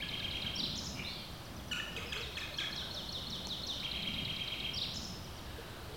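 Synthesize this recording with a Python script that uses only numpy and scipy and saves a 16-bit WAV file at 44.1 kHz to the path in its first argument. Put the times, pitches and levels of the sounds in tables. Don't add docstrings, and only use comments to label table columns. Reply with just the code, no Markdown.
import sys
import numpy as np
from scipy import signal
from scipy.fft import rfft, irfft, next_fast_len
from scipy.io import wavfile
from scipy.ndimage import uniform_filter1d, map_coordinates

SR = 44100
rng = np.random.default_rng(int(sys.argv[2]) if len(sys.argv) > 2 else 0)


def volts_from_db(level):
    exponent = np.asarray(level, float) / 20
    return 10 ** exponent


def unload_wav(signal):
    wavfile.write(
        sys.argv[1],
        SR,
        np.round(np.clip(np.atleast_2d(signal).T, -1, 1) * 32767).astype(np.int16),
    )


N = 262836


def unit(x):
    return x / np.sqrt(np.mean(x ** 2) + 1e-20)


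def along(points, hz):
    point_hz, value = np.transpose(points)
    return np.interp(np.log(hz + 1), np.log(point_hz + 1), value)


def wobble(rate_hz, size=N):
    knots = rng.standard_normal(int(size * rate_hz / SR) + 4)
    return map_coordinates(knots, [np.arange(size) * rate_hz / SR])


def add(track, start_s, sound):
    start = round(start_s * SR)
    part = track[max(start, 0):start + len(sound)]
    part += sound[max(-start, 0):][:len(part)]


def stroke(rows, rough, overtones):
    s, hz, db = np.transpose(rows)
    size = int((s[-1] - s[0]) * SR) + 2
    t = s[0] + np.arange(size) / SR
    glide_hz = uniform_filter1d(np.interp(t, s, hz), size=45)
    pitch_hz = glide_hz * (1 + .02 * rough * wobble(500, size=size))
    ends = np.clip(np.minimum(t - t[0], t[-1] - t) / .0015, 0, 1)
    level_db = np.interp(t, s, db) + 4.5 * min(rough, .7) * wobble(250, size=size)
    k = np.arange(1, 10)[:, None]
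    phase = 2 * np.pi * np.cumsum(pitch_hz) / SR
    tones = volts_from_db(overtones(k, k * pitch_hz)) * np.sin(k * phase)
    return np.sqrt(2) * ends * volts_from_db(level_db) * tones.sum(0)


def wood(x, wet_db, echoes, onset_s):
    # (frequency [Hz], t60 [s])
    decay_t60 = [(1000, 0.54), (2500, 0.89), (3500, 0.96), (5000, 0.97), (8000, 0.35)]
    # (frequency [Hz], level [dB])
    scatter_colour = [(1200, 5.5), (2200, -4), (3200, -4.5), (4400, -7.5), (5500, -5.5), (7500, 0.5)]
    hz, t, z = signal.stft(rng.standard_normal(SR * 3 // 4), SR, nperseg=256)
    decay = volts_from_db(-60 * t / along(decay_t60, hz)[:, None])
    buildup = 1 - np.exp(-t / onset_s)
    tail = signal.istft(z * decay * buildup, SR, nperseg=256)[1]
    tail = volts_from_db(wet_db) * tail / np.linalg.norm(tail)
    for delay_s, db in echoes:
        add(tail, delay_s, volts_from_db(db) * unit(rng.standard_normal(90)) / np.sqrt(90))
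    colour = volts_from_db(along(scatter_colour, np.fft.rfftfreq(len(tail), 1 / SR)))
    tail = irfft(rfft(tail) * colour, len(tail))
    wet = signal.fftconvolve(x, tail)
    index = np.arange(len(wet))
    knots = index[::700]
    waver = np.interp(index, knots, rng.standard_normal(len(knots)))
    wet = np.interp(index + 7 * waver, index, wet)
    add(wet, 0, x)
    return wet


def yelp(high_s, plateau_s, hz, db):
    high_hz, step_s, fall_s, fall_hz = 1650, .003, .0095, 320
    onset_db, push_db_per_s, fade_db = -6, 800, -3
    top_db = db + push_db_per_s * high_s
    return [(0, .95 * high_hz, top_db + onset_db),
            (.6 * high_s, 1.03 * high_hz, top_db),
            (high_s, .97 * high_hz, top_db - 5),
            (high_s + step_s, hz, db),
            (plateau_s, hz, db),
            (plateau_s + fall_s, hz - fall_hz, db + fade_db)]


def woodpecker(wet_db, echoes, onset_s):
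    # (time [s], high part [s], plateau end [s], plateau pitch [Hz], plateau level [dB])
    yelp_table = [
        (1.712, .001, .016, 1452, -37),
        (1.9635, .002, .016, 1275, -41.5),
        (2.122, .007, .013, 1280, -40.5),
        (2.369, .005, .013, 1270, -40.5),
        (2.584, .0095, .018, 1265, -40.5),
    ]
    # (time [s], peak level [dB], pitch [Hz], second harmonic [dB])
    cluck_table = [(0.0252, -39, 1700, -18), (0.2028, -44, 1660, -11), (0.451, -44, 1636, -5),
                   (1.7123, -41, 1730, -20), (2.122, -44, 1725, -20), (1.7994, -34.5, 1778, -14),
                   (2.165, -45.5, 1520, -2.5), (2.3717, -43, 1795, -20), (2.419, -41, 1760, -20),
                   (2.642, -37.5, 1720, -17), (2.824, -45.5, 1530, -20), (5.4256, -96, 1710, -17)]
    # (frequency [Hz], level [dB])
    throat_gain = [(900, -22), (1400, -13), (1700, -13), (2100, 0), (3400, 0), (3900, -10), (4400, -17),
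                   (5100, -25), (5900, -15), (7500, -18), (8800, -31), (11700, -28), (14000, -48)]

    def throat(k, hz):
        f0_hz = hz / k
        purity = np.clip((f0_hz - 1500) / 100, 0, 1) + np.clip((1230 - f0_hz) / 150, 0, 1)
        return along(throat_gain, hz) - (12 * (k == 3) + 9 * (k > 3)) * purity - 200 * (hz > 15000)

    track = np.zeros(N)
    for s, *shape in yelp_table:
        add(track, s, wood(stroke(yelp(*shape), .55, throat), wet_db, echoes, onset_s))
    for s, db, hz, second_db in cluck_table:
        rows = [(0, hz * 1.02, db - 6), (.004, hz, db - 3), (.011, hz * .98, db - 9)]
        cluck = stroke(rows, .2, lambda k, f: second_db * (k - 1) - 15 * (k > 2))
        add(track, s - .0015, wood(cluck, wet_db - 7, [], onset_s))
    return track


def snaps():
    # (time [s], peak level [dB], knock level re peak [dB])
    snap_table = [
        (3.358, -38, -28),
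        (3.4705, -23, -19),
        (3.765, -40, -28),
    ]
    track, t = np.zeros(N), np.arange(600) / SR
    tick = np.zeros(600)
    for hz, gain in [(6000, 1), (8300, .35), (10800, .12), (2600, .3)]:
        tick += gain * np.sin(2 * np.pi * hz * t)
    knock = np.sin(2 * np.pi * 900 * t) + np.sin(2 * np.pi * 410 * t)
    for s, db, knock_db in snap_table:
        add(track, s + .0003, volts_from_db(db + 2.5 - 60 * t / .0022) * np.minimum(t / .0003, 1) * tick)
        add(track, s + .0008, volts_from_db(db + knock_db + 4 - 60 * t / .015) * knock)
    return track


def thuds():
    # (time [s], peak level [dB], pitch [Hz])
    thud_table = [(1.875, -48.5, 578), (1.974, -39.5, 459), (2.052, -43.5, 485), (2.165, -42, 433),
                  (2.199, -42.5, 468), (2.271, -45, 425), (2.509, -45.5, 597), (2.945, -46, 596),
                  (3.173, -45, 546), (5.584, -40, 460), (5.811, -47, 460), (5.893, -45, 428),
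                  (5.938, -48, 459)]
    track, t = np.zeros(N), np.arange(SR // 8) / SR
    for s, db, hz in thud_table:
        envelope = volts_from_db(db + 3 - 60 * t / .13) * (1 - np.exp(-t / .007))
        add(track, s - .004, envelope * np.sin(2 * np.pi * hz * t))
    return track


def sing(song, rough, wet_db, echoes, onset_s):
    def pure(k, hz):
        return -34.0 * (k - 1) - 200 * (hz > 15000)

    track = np.zeros(N)
    for syllable, times in song:
        first_s = syllable[0][0][0]
        last_s = max(rows[-1][0] for rows in syllable)
        for s, db in times:
            note = np.zeros(int((last_s - first_s) * SR) + 9)
            for rows in syllable:
                add(note, rows[0][0] - first_s, volts_from_db(db) * stroke(rows, rough, pure))
            add(track, s + first_s, wood(note, wet_db, echoes, onset_s))
    return track


def phrases(rows):
    times = []
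    for first_s, last_s, gap_s, db in rows:
        times += [(s, db) for s in np.arange(first_s, last_s + gap_s / 2, gap_s)]
    return times


def near_finch():
    # (time in syllable [s], pitch [Hz], level [dB])
    trill = [
        [(-.029, 5700, -22), (-.024, 4200, -4), (-.02, 3850, 0), (-.012, 3250, -13)],
        [(-.001, 2050, -11), (.01, 2450, -7), (.016, 2950, -8), (.021, 3230, 0), (.032, 3200, 0),
         (.044, 2050, -10)],
    ]
    sweep = [
        [(-.003, 3700, -10), (.003, 4300, 0), (.015, 4270, -13)],
        [(.027, 6900, -24), (.038, 5450, -4), (.045, 4650, -11), (.056, 3920, -1), (.074, 3560, -2),
         (.088, 3200, -6), (.106, 2900, -10)],
    ]
    flourish = [
        [(0, 5150, -14), (.014, 5650, -3), (.02, 4300, -20)],
        [(.025, 4300, -11), (.042, 5100, -3), (.052, 3960, 0), (.063, 3350, -7)],
        [(.076, 3420, -6), (.086, 3900, 0), (.093, 4400, -4), (.104, 3250, -5), (.124, 2050, -20)],
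    ]
    arch = [
        [(-.006, 3800, -16), (.002, 5300, -4), (.009, 6800, -12), (.02, 7400, -17)],
        [(.019, 5400, -8), (.021, 5750, 0), (.027, 7000, -11)],
        [(.027, 5700, -8), (.032, 5250, 2), (.041, 5000, -6)],
    ]
    pip = [
        [(0, 4850, -10), (.017, 5400, -2)],
        [(.03, 4950, -8), (.065, 4850, -6)],
    ]
    # (first time [s], last time [s], gap [s], level [dB])
    trill_phrases = [
        (.003, .445, .1105, -38),
        (3.826, 4.503, .1127, -38),
        (4.626, 4.63, .11, -38),
    ]
    # (time [s], level [dB])
    sweep_times = [(2.175, -44), (2.355, -44), (2.542, -42), (2.726, -40), (2.91, -40), (3.09, -40),
                   (3.269, -40), (3.451, -39), (3.636, -37)]
    flourish_times = [
        (.552, -35),
        (4.734, -35),
    ]
    arch_times = [
        (.756, -41),
        (.838, -41.5),
        (4.938, -41),
        (5.021, -43),
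    ]
    pip_times = [
        (1.92, -54),
        (2.058, -48),
    ]
    broken_sweep = [sweep[0], sweep[1][:-1]]
    song = [(trill, phrases(trill_phrases)), (broken_sweep, sweep_times[:3]), (sweep, sweep_times[3:]),
            (flourish, flourish_times), (arch, arch_times), (pip, pip_times)]
    return sing(song, .4, 2, [(.02, -14), (.037, -12)], .018)


def far_finch():
    # (time in syllable [s], pitch [Hz], level [dB])
    drip = [
        [(0, 5850, -6), (.003, 5850, 0), (.008, 5800, -8)],
        [(.006, 5400, -10), (.014, 5000, -5), (.02, 4400, -10), (.03, 3700, -5), (.045, 2700, -9)],
    ]
    tick = [
        [(-.002, 5300, -6), (.002, 5250, 0), (.005, 4600, -8), (.009, 3900, -8)],
    ]
    # (time [s], level [dB])
    drip_times = [(.108, -54), (.232, -54), (.366, -56), (1.097, -60), (1.216, -60), (1.333, -58),
                  (1.451, -54), (1.564, -54), (1.681, -55), (3.955, -59), (4.076, -55), (4.208, -59),
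                  (4.321, -59), (4.436, -55), (4.554, -59), (4.667, -57), (5.12, -56), (5.243, -54),
                  (5.365, -53)]
    tick_times = [
        (2.712, -51),
        (3.078, -55),
        (3.62, -53),
    ]
    return sing([(drip, drip_times), (tick, tick_times)], .7, 1.5, [(.02, -15)], .022)


def drawling_finch():
    # (time in syllable [s], pitch [Hz], level [dB])
    drawl = [
        [(-.005, 2350, -16), (.04, 2330, -1), (.08, 2420, -8)],
        [(-.005, 2850, -16), (.03, 2900, -6), (.075, 2800, -6)],
        [(.078, 3000, -10), (.092, 3650, -1), (.115, 4050, 2), (.18, 4480, -4), (.3, 4520, -15)],
        [(.11, 3400, -12), (.18, 3700, -7), (.28, 3000, -13)],
    ]
    # (time [s], level [dB])
    drawl_times = [
        (0.956, -46.5),
    ]
    return sing([(drawl, drawl_times)], 1.9, 2.5, [(.03, -13)], .015)


def murmuring_birds():
    # (time [s], pitch [Hz], level [dB])
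    murmur = [
        [(5.0, 2700, -72), (5.2, 3100, -71), (5.7, 3000, -72)],
        [(5.46, 3600, -70), (5.95, 4200, -72)],
        [(5.82, 2900, -77), (5.95, 3400, -69)],
        [(5.4, 1700, -75), (5.55, 1650, -71), (5.72, 1450, -74)],
        [(3.32, 2000, -68), (3.45, 2300, -66), (3.6, 1900, -72)],
    ]
    # (time [s], level [dB])
    murmur_times = [
        (0.0013, 2.5),
    ]
    return sing([(murmur, murmur_times)], 3.2, 6, [(.03, -13)], .015)


def rush(spectrum):
    size = next_fast_len(N + 8192)
    gain = volts_from_db(along(spectrum, np.fft.rfftfreq(size, 1 / SR)))
    return unit(irfft(rfft(rng.standard_normal(size)) * gain, size)[:N])


def background():
    # (time [s], level [dB])
    traffic_level = [(0.0, -51.5), (0.58, -51.5), (0.65, -46), (1.46, -55.5), (1.54, -50), (2.39, -56),
                     (3.82, -50.5), (3.87, -55.5), (4.15, -47.5), (4.55, -57), (4.7, -49.5), (5.18, -52),
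                     (5.94, -58.5), (5.96, -65)]
    # (frequency [Hz], density [dB per Hz])
    deep_colour = [(11, -34), (18, -5), (27, -13.5), (65, -0.5), (150, -6.5), (200, -70), (330, -120)]
    drone_colour = [(65, -43), (110, -8.5), (172, 1.5), (227, -1.5), (281, -6.5), (300, -18), (390, -17.5),
                    (660, -120)]
    wash_colour = [(150, -44), (260, -11.5), (315, 1), (450, -6), (580, -2.5), (800, -6), (1200, -7),
                   (2000, -13.5), (3000, -13), (4700, -15), (6500, -24.5), (9000, -29), (12000, -41.5)]
    hiss_colour = [(20, -1), (1000, -10), (8000, 1.5), (12000, 3), (16500, 2)]
    s, db = np.transpose(traffic_level)
    drone_db = np.interp(np.arange(N) / SR, s, db)
    deep = volts_from_db(-50.5 + .96 * wobble(4.16) + .13 * wobble(12)) * rush(deep_colour)
    drone = volts_from_db(drone_db - .25 + 1.2 * wobble(4.8)) * rush(drone_colour)
    wash_db = -51 + .033 * (drone_db - drone_db.mean())
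    wash = volts_from_db(wash_db + .5 * wobble(4.16)) * rush(wash_colour)
    return deep + drone + wash + volts_from_db(-61.5) * rush(hiss_colour)


def scene():
    calls = woodpecker(2.5, [(.028, -7), (.047, -9), (.065, -12)], .018)
    knocks = wood(snaps() + thuds(), -14, [(.01, -20)], .012)[:N]
    finches = near_finch() + far_finch() + drawling_finch()
    return (calls + knocks + finches + murmuring_birds() + background())[None]


def roll_off(x):
    return signal.sosfilt(signal.butter(12, 16190, fs=SR, output="sos"), x)


def record(dry):
    mix = dry + .001
    return roll_off(mix)


dry = scene()
out = record(dry)
unload_wav(out)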